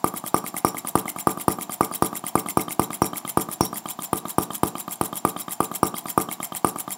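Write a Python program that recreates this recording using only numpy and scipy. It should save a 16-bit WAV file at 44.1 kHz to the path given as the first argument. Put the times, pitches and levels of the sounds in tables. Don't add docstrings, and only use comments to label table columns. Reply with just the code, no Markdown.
import sys
import numpy as np
from scipy import signal
from scipy.fft import rfft, irfft, next_fast_len
from scipy.io import wavfile
from scipy.ndimage import uniform_filter1d

SR = 44100
rng = np.random.default_rng(int(sys.argv[2]) if len(sys.argv) > 2 else 0)


def unload_wav(signal):
    wavfile.write(
        sys.argv[1],
        SR,
        np.round(np.clip(np.atleast_2d(signal).T, -1, 1) * 32767).astype(np.int16),
    )


def rack_gain(trim_db):
    fader = np.asarray(trim_db, float)
    return 10 ** (fader / 20)


N = 307377

# valve opening in seconds, pop in dB, ring of the top pipe mode in dB,
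# flywheel ring in dB, cam clack in dB.
FIRINGS = [(0.0428, -3.5, 1, -54.5, -29.5), (0.3435, -2, 1, -36.5, -27.5), (0.6474, -0.7, -1, -31.5, -28),
           (0.9544, 1.2, -4.5, -44.5, -26.5), (1.2713, -0.9, 0, -46, -29), (1.4811, 1.5, -6.5, -39, -32),
           (1.8086, -1.3, 0.5, -38.5, -31), (2.023, 0.1, -3.5, -37, -33), (2.3545, 0, -2.5, -55, -27),
           (2.5721, 0.5, -4.5, -38, -28), (2.795, 0.6, -6, -40, -30), (3.0192, 1.5, -7, -32, -30.5),
           (3.3729, 0.5, -4.5, -43, -35), (3.6081, 1.9, -13.5, -26.5, -34), (4.1306, -3.5, -3, -52, -41),
           (4.3833, 0.3, -5.5, -40, -46), (4.6331, 0.7, -8.5, -42, -37), (5.0118, -3, -5.5, -60, -44),
           (5.2502, -1.7, -0.5, -58, -37), (5.6042, -3, 0, -66, -38), (5.8305, 0.5, -2, -37, -31),
           (6.177, -1, 0.5, -39, -30), (6.6461, -1.4, -0.5, -43, -34.5)]
LAST_S = 7.002


def read(points, hz):
    f, value = np.transpose(points)
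    return np.interp(np.log(hz + 1), np.log(f + 1), value)


def evened(x):
    return x / np.sqrt(np.mean(x ** 2) + 1e-20)


def hiss_noise():
    return rng.standard_normal(N)


def coloured(x, spectrum):
    size = next_fast_len(len(x))
    gain = rack_gain(read(spectrum, np.fft.rfftfreq(size, 1 / SR)))
    return evened(irfft(rfft(x, size) * gain, size)[:len(x)])


def resonance(x, hz, width_hz):
    b, a = signal.iirpeak(hz, hz / width_hz, SR)
    return evened(signal.lfilter(b, a, x))


def bump(x, centre, width):
    return np.exp(-.5 * ((x - centre) / width) ** 2)


def ring(modes, size=8192):
    t = np.arange(size) / SR
    return sum(rack_gain(db - 60 * t / t60) * np.sin(2 * np.pi * hz * t) for hz, db, t60 in modes)


def strikes(s, gain, sound):
    train = np.zeros(N + SR)
    np.add.at(train, np.round(np.clip(s, 0, None) * SR).astype(int), gain)
    return signal.oaconvolve(train[:N], sound)[:N]


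def knocks(s, gain, modes, contact_s):
    t = np.arange(512) / SR
    push = t * np.exp(-t / contact_s) / (contact_s ** 1.53 * np.sqrt(SR / 4))
    contact = strikes(s, gain, push)
    return signal.oaconvolve(contact * hiss_noise(), ring(modes))[:N]


def cycles():
    cycle_s = .118
    slowing = 2.7
    gulp_early_s = .0016
    s = np.r_[np.transpose(FIRINGS)[0], LAST_S]
    gap_s = np.diff(s)
    count = np.round(gap_s / cycle_s).astype(int)
    row = np.repeat(np.arange(len(gap_s)), count)
    since = np.arange(len(row)) - (np.cumsum(count) - count)[row]
    speed = (count / gap_s + slowing * gap_s / 2)[row]
    coast_s = (speed - np.sqrt(speed ** 2 - 2 * slowing * since)) / slowing
    return s[row] + coast_s - gulp_early_s * (since > 0), row, since


def crank():
    s = cycles()[0]
    edges = np.r_[2 * s[0] - s[1], s, LAST_S]
    turn = np.interp(np.arange(N) / SR, edges, np.arange(len(edges)))
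    return edges[:-1], np.diff(edges), turn % 1, turn


def exhaust():
    # mode in Hz, sign, level in dB, t60 in seconds.
    pipe = [(186.7, -1, -3.5, 0.02), (354.7, 1, -14.5, 0.035), (313, -1, -13, 0.023),
            (1350, 1, -11.5, 0.0073), (999, 1, -3, 0.028), (1196, 1, 4, 0.019)]
    # delay in seconds, sign, level in dB, width in seconds.
    blow = [
        (.00033, 1, -1, 0.00018),
        (.0029, 1, -11, 0.00016),
    ]
    gulp = [
        (.0009, -1, -21.5, 0.00017),
        (.00303, 1, -27, 0.000091),
    ]
    # frequency in Hz, density in dB per Hz.
    crack = [(1060, -9), (1800, -9), (2400, -3.5), (3900, -14.5), (5000, -9), (6910, -21), (9410, 5),
             (10500, -2.5), (11600, -2), (13800, -11), (15300, -2), (16200, -17), (16800, -43)]
    lead_s = .001
    s, row, since = cycles()
    length_s = crank()[1][1:]
    t = np.arange(4096) / SR
    fired = 1. * (since == 0)
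    blow_db, ring_db = np.array(FIRINGS)[row, 1:3].T
    gulp_db = 1 + 55 * (length_s - .108) - (since - 1)
    pop_db = np.where(fired, blow_db, gulp_db)

    modes = [sign * ring([(hz, db, t60)], size=4096) for hz, sign, db, t60 in pipe]
    low, high = sum(modes[:5]), sum(modes[5:])
    pop = np.zeros(N)
    for share, steps in ((fired, blow), (1 - fired, gulp)):
        bells = 0
        for delay_s, sign, db, width_s in steps:
            area = width_s * SR * np.sqrt(2 * np.pi)
            bells = bells + sign * rack_gain(db) * bump(t[:400], lead_s + delay_s, width_s) / area
        pop += strikes(s - lead_s, share * rack_gain(pop_db), np.convolve(bells, low))
        pop += strikes(s - lead_s, share * rack_gain(pop_db + fired * ring_db), np.convolve(bells, high))

    decay = rack_gain(-7.5 - 60 * t / 0.014) + rack_gain(-38 - 60 * t / 0.26)
    burst = (1 - np.exp(-t / 0.0015)) ** 2 * decay
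    strength = rack_gain(0.4 * pop_db) * (fired + rack_gain(-29) * (1 - fired))
    jet = strikes(s - .0008, strength, burst) * coloured(hiss_noise(), crack)
    return pop, jet


def linkage():
    # mode in Hz, level in dB, t60 in seconds.
    cam = [(303, -10, 0.04), (800, -5, 0.015), (2126, 0, 0.018), (2260, -9, 0.012)]
    wheel = [(5500, -8, 0.03), (5566, -0.5, 0.017), (5600, 5, .04)]
    stem = [(12600, 4.5, .005), (7900, -3.5, 0.0063), (14900, -13, .005)]
    seat = [(3170, 1.5, 0.02), (3600, -2.5, 0.016), (2450, -2, 0.0071), (4770, -19, 0.014)]
    rocker = [(9700, -1.5, 0.008), (9380, -9, 0.0059), (11400, -19, 0.011), (14100, -31, 0.0034),
              (4370, -38, 0.012), (7500, -19.5, 0.064)]
    pushrod = [(7237, -0.5, 0.05), (7360, -5.5, 0.016), (3885, -5.5, 0.033), (5460, -9, 0.046),
               (9300, -4, .01)]
    # part, share of the cycle, share earlier after a firing, level in dB.
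    ticks = [
        ("stem", 0, 0.012, -37),
        ("seat", 0.0255, 0, -36.5),
        ("rocker", .233, .011, -20),
        ("pushrod", 0.19, 0.0452, -42.5),
        ("pushrod", 0.47, 0.006, -43),
        ("pushrod", .478, 0.0122, -37.5),
        ("rocker", .589, 0.0061, -34),
    ]
    parts = dict(stem=stem, seat=seat, rocker=rocker, pushrod=pushrod)
    cam_scatter_db, rattle_t60_s, rattle_db = 1.5, .22, 1.5
    seat_slack_s, seat_soft_db = .112, -9.5
    starts_s, lengths_s = crank()[:2]
    s, length_s = starts_s[1:], lengths_s[1:]
    _, row, since = cycles()
    fired = 1. * (since == 0)
    wheel_db, clack_db = np.array(FIRINGS)[row, 3:5].T

    cam_db = clack_db + (1 - fired) * cam_scatter_db * rng.uniform(-1, 1, len(s))
    out = knocks(s + (.225 - 0.0197 * fired) * length_s, rack_gain(cam_db + 0.5), cam, contact_s=0.0014)

    fade = rack_gain(-60 * np.arange(8192) / SR / rattle_t60_s)
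    chatter = strikes(s, rack_gain(wheel_db + rattle_db) * fired, fade / np.linalg.norm(fade))
    out += signal.oaconvolve(chatter * hiss_noise(), ring(wheel))[:N]

    slack = dict(seat=rack_gain(seat_soft_db * (length_s < seat_slack_s)))
    for part, share, early, db in ticks:
        late, force = rng.uniform(-0.9, 1, (2, len(s)))
        at_s = s + (share - early * fired + 0.0046 * late) * length_s
        out += knocks(at_s, rack_gain(db) * slack.get(part, 1) * 1.37 ** force, parts[part], contact_s=0.0004)
    return out


def valve_hiss():
    # frequency in Hz, density in dB per Hz.
    air = [(290, -27), (500, -14), (701, -20), (1170, -8), (1750, -18.5), (3240, -13.5), (4810, -18.5),
           (5490, -13.5), (6460, -14.5), (7940, -5), (10500, -11.5), (11300, -1.5), (12900, -7.5),
           (15600, -4), (16800, -75)]
    # share of the cycle, air flow in dB.
    flow = [(0, -54), (.1, -14.5), (.24, -24), (.31, -2), (.38, 2.5), (.44, 0), (.56, -30), (.85, -51),
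            (1, -38)]
    # frequency in Hz, width in Hz, level in dB.
    port = [(11200, 400, -8), (15400, 170, -22.5), (9840, 160, -8.5), (3240, 100, -18)]
    s, _, share, turn = crank()
    air_db, scatter_db = -26, 1
    cycle_db = air_db + scatter_db * rng.standard_normal(len(s))
    push_db = np.interp(turn, np.arange(len(s)) + 0.11, cycle_db)
    grit = rack_gain(3. * evened(uniform_filter1d(hiss_noise(), size=30)))
    hiss = coloured(hiss_noise() * grit, air)
    flutter = rack_gain(2.56 * evened(uniform_filter1d(rng.standard_normal((len(port), N)), size=150)))
    for (hz, width_hz, db), waver in zip(port, flutter):
        hiss = hiss + rack_gain(db) * waver * resonance(hiss_noise(), hz, width_hz)
    return hiss * rack_gain(-4.5 + push_db + np.interp(share, *np.transpose(flow)))


def valve_whistles():
    # frequency in Hz, width in Hz, level in dB.
    whistles = [(3325, 29, -7), (4790, 230, -2), (9240, 53, 6), (11600, 300, -25), (15100, 240, -7)]
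    # share of the cycle, leak in dB.
    leak = [(0, -40), (.08, -23), (.12, -5.5), (.19, -10.5), (.23, -10.5), (1, -46)]
    s, _, share, turn = crank()
    mood = 2.1 ** rng.uniform(-2.4, 1, len(s) + 1)[turn.astype(int)]
    noise = hiss_noise()
    whistle = sum(rack_gain(db) * resonance(noise, hz, width_hz) for hz, width_hz, db in whistles)
    whistle *= mood * rack_gain(-42.5 + np.interp(share, *np.transpose(leak)))
    hum = rack_gain(-60.5) * resonance(noise, 7240, 130)

    squeak_hz = np.clip(15000 - 45000 * (share - .88), 8000, 16000)
    wobble = evened(uniform_filter1d(hiss_noise(), size=40))
    squeak = np.sin(2 * np.pi * np.cumsum(squeak_hz) / SR) * wobble
    squeak *= mood * rack_gain(-51) * bump(share, .9, 0.031)

    chirp_hz = np.clip(3010 + 8020 * (share - .38), 1000, 6000)
    breath = evened(uniform_filter1d(hiss_noise(), size=120))
    chirp = np.sin(2 * np.pi * np.cumsum(chirp_hz) / SR) * breath
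    chirp *= rack_gain(-49.5) * bump(share, .38, 0.08)
    return whistle + hum + squeak + chirp


def base_rumble():
    # frequency in Hz, density in dB per Hz.
    rumble = [(60, -23), (120, -4), (200, -2), (540, -12), (700, -1), (1000, 3), (1250, -16), (1500, -18),
              (3000, -22)]
    level_db, fade_db = -42.5, -8.5
    return rack_gain(level_db + fade_db * crank()[2]) * coloured(hiss_noise(), rumble)


def room(x):
    # frequency in Hz, t60 in seconds.
    decay = [(100, 0.17), (260, 0.5), (700, 0.23), (1200, 0.26), (1600, 0.32), (2100, 0.21), (8000, 0.12)]
    # frequency in Hz,
    # level in dB, t60 in seconds.
    lingering = [(222.3, -43.5, 0.63), (334.7, -54, 0.69), (443.4, -26.5, 0.35), (1143, -27.5, 0.38),
                 (1215, -28.5, 0.2)]
    start, spacing = 480, 20
    taps = np.zeros(SR // 2)
    at = np.arange(start, len(taps) - spacing, spacing)
    taps[at + rng.integers(0, spacing, len(at))] = rng.choice([-1., 1.], len(at))
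    hz, t, z = signal.stft(taps, SR, nperseg=512)
    fade = rack_gain(-60 * t / read(decay, hz)[:, None])
    tail = signal.istft(z * fade, SR, nperseg=512)[1][:len(taps)]
    tail *= rack_gain(-15) / np.linalg.norm(tail)
    tail[round(.0115 * SR)] += rack_gain(-27)
    tail[round(.0135 * SR)] += rack_gain(-48)
    tail[start:start + 16384] += rack_gain(-33.5) * ring(lingering, size=16384)
    return signal.oaconvolve(x, tail)[:N]


def hush():
    # frequency in Hz, density in dB per Hz.
    floor = [(24, -55), (40, -36), (202, 9.5), (540, -5), (696, 18.5), (1040, 4), (1180, 1), (1380, -2),
             (1820, -3.5), (6590, -7), (9630, -76), (15600, -32.5), (16800, -52)]
    return rack_gain(-49.5) * coloured(hiss_noise(), floor)


def scene():
    pop, jet = exhaust()
    fine = jet + linkage() + valve_hiss() + valve_whistles()
    echo = room(pop + rack_gain(-0.5) * fine)
    return (pop + fine + echo + base_rumble() + hush())[None]


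def roll_off(x):
    return signal.sosfilt(signal.butter(12, 17150, fs=SR, output="sos"), x)


def record(dry):
    cut = signal.sosfilt(signal.butter(3, 75, "high", fs=SR, output="sos"), dry)
    window = ("kaiser", 8)
    edge = signal.firwin(255, 15900, window=window, fs=SR)
    edge += rack_gain(-22) * signal.firwin(255, [15900, 16900], window=window, fs=SR, pass_zero=False)
    limited = signal.oaconvolve(cut, edge[None], "same")
    return roll_off(np.clip(rack_gain(-0.41) * limited, -1, 1))


dry = scene()
out = record(dry)
unload_wav(out)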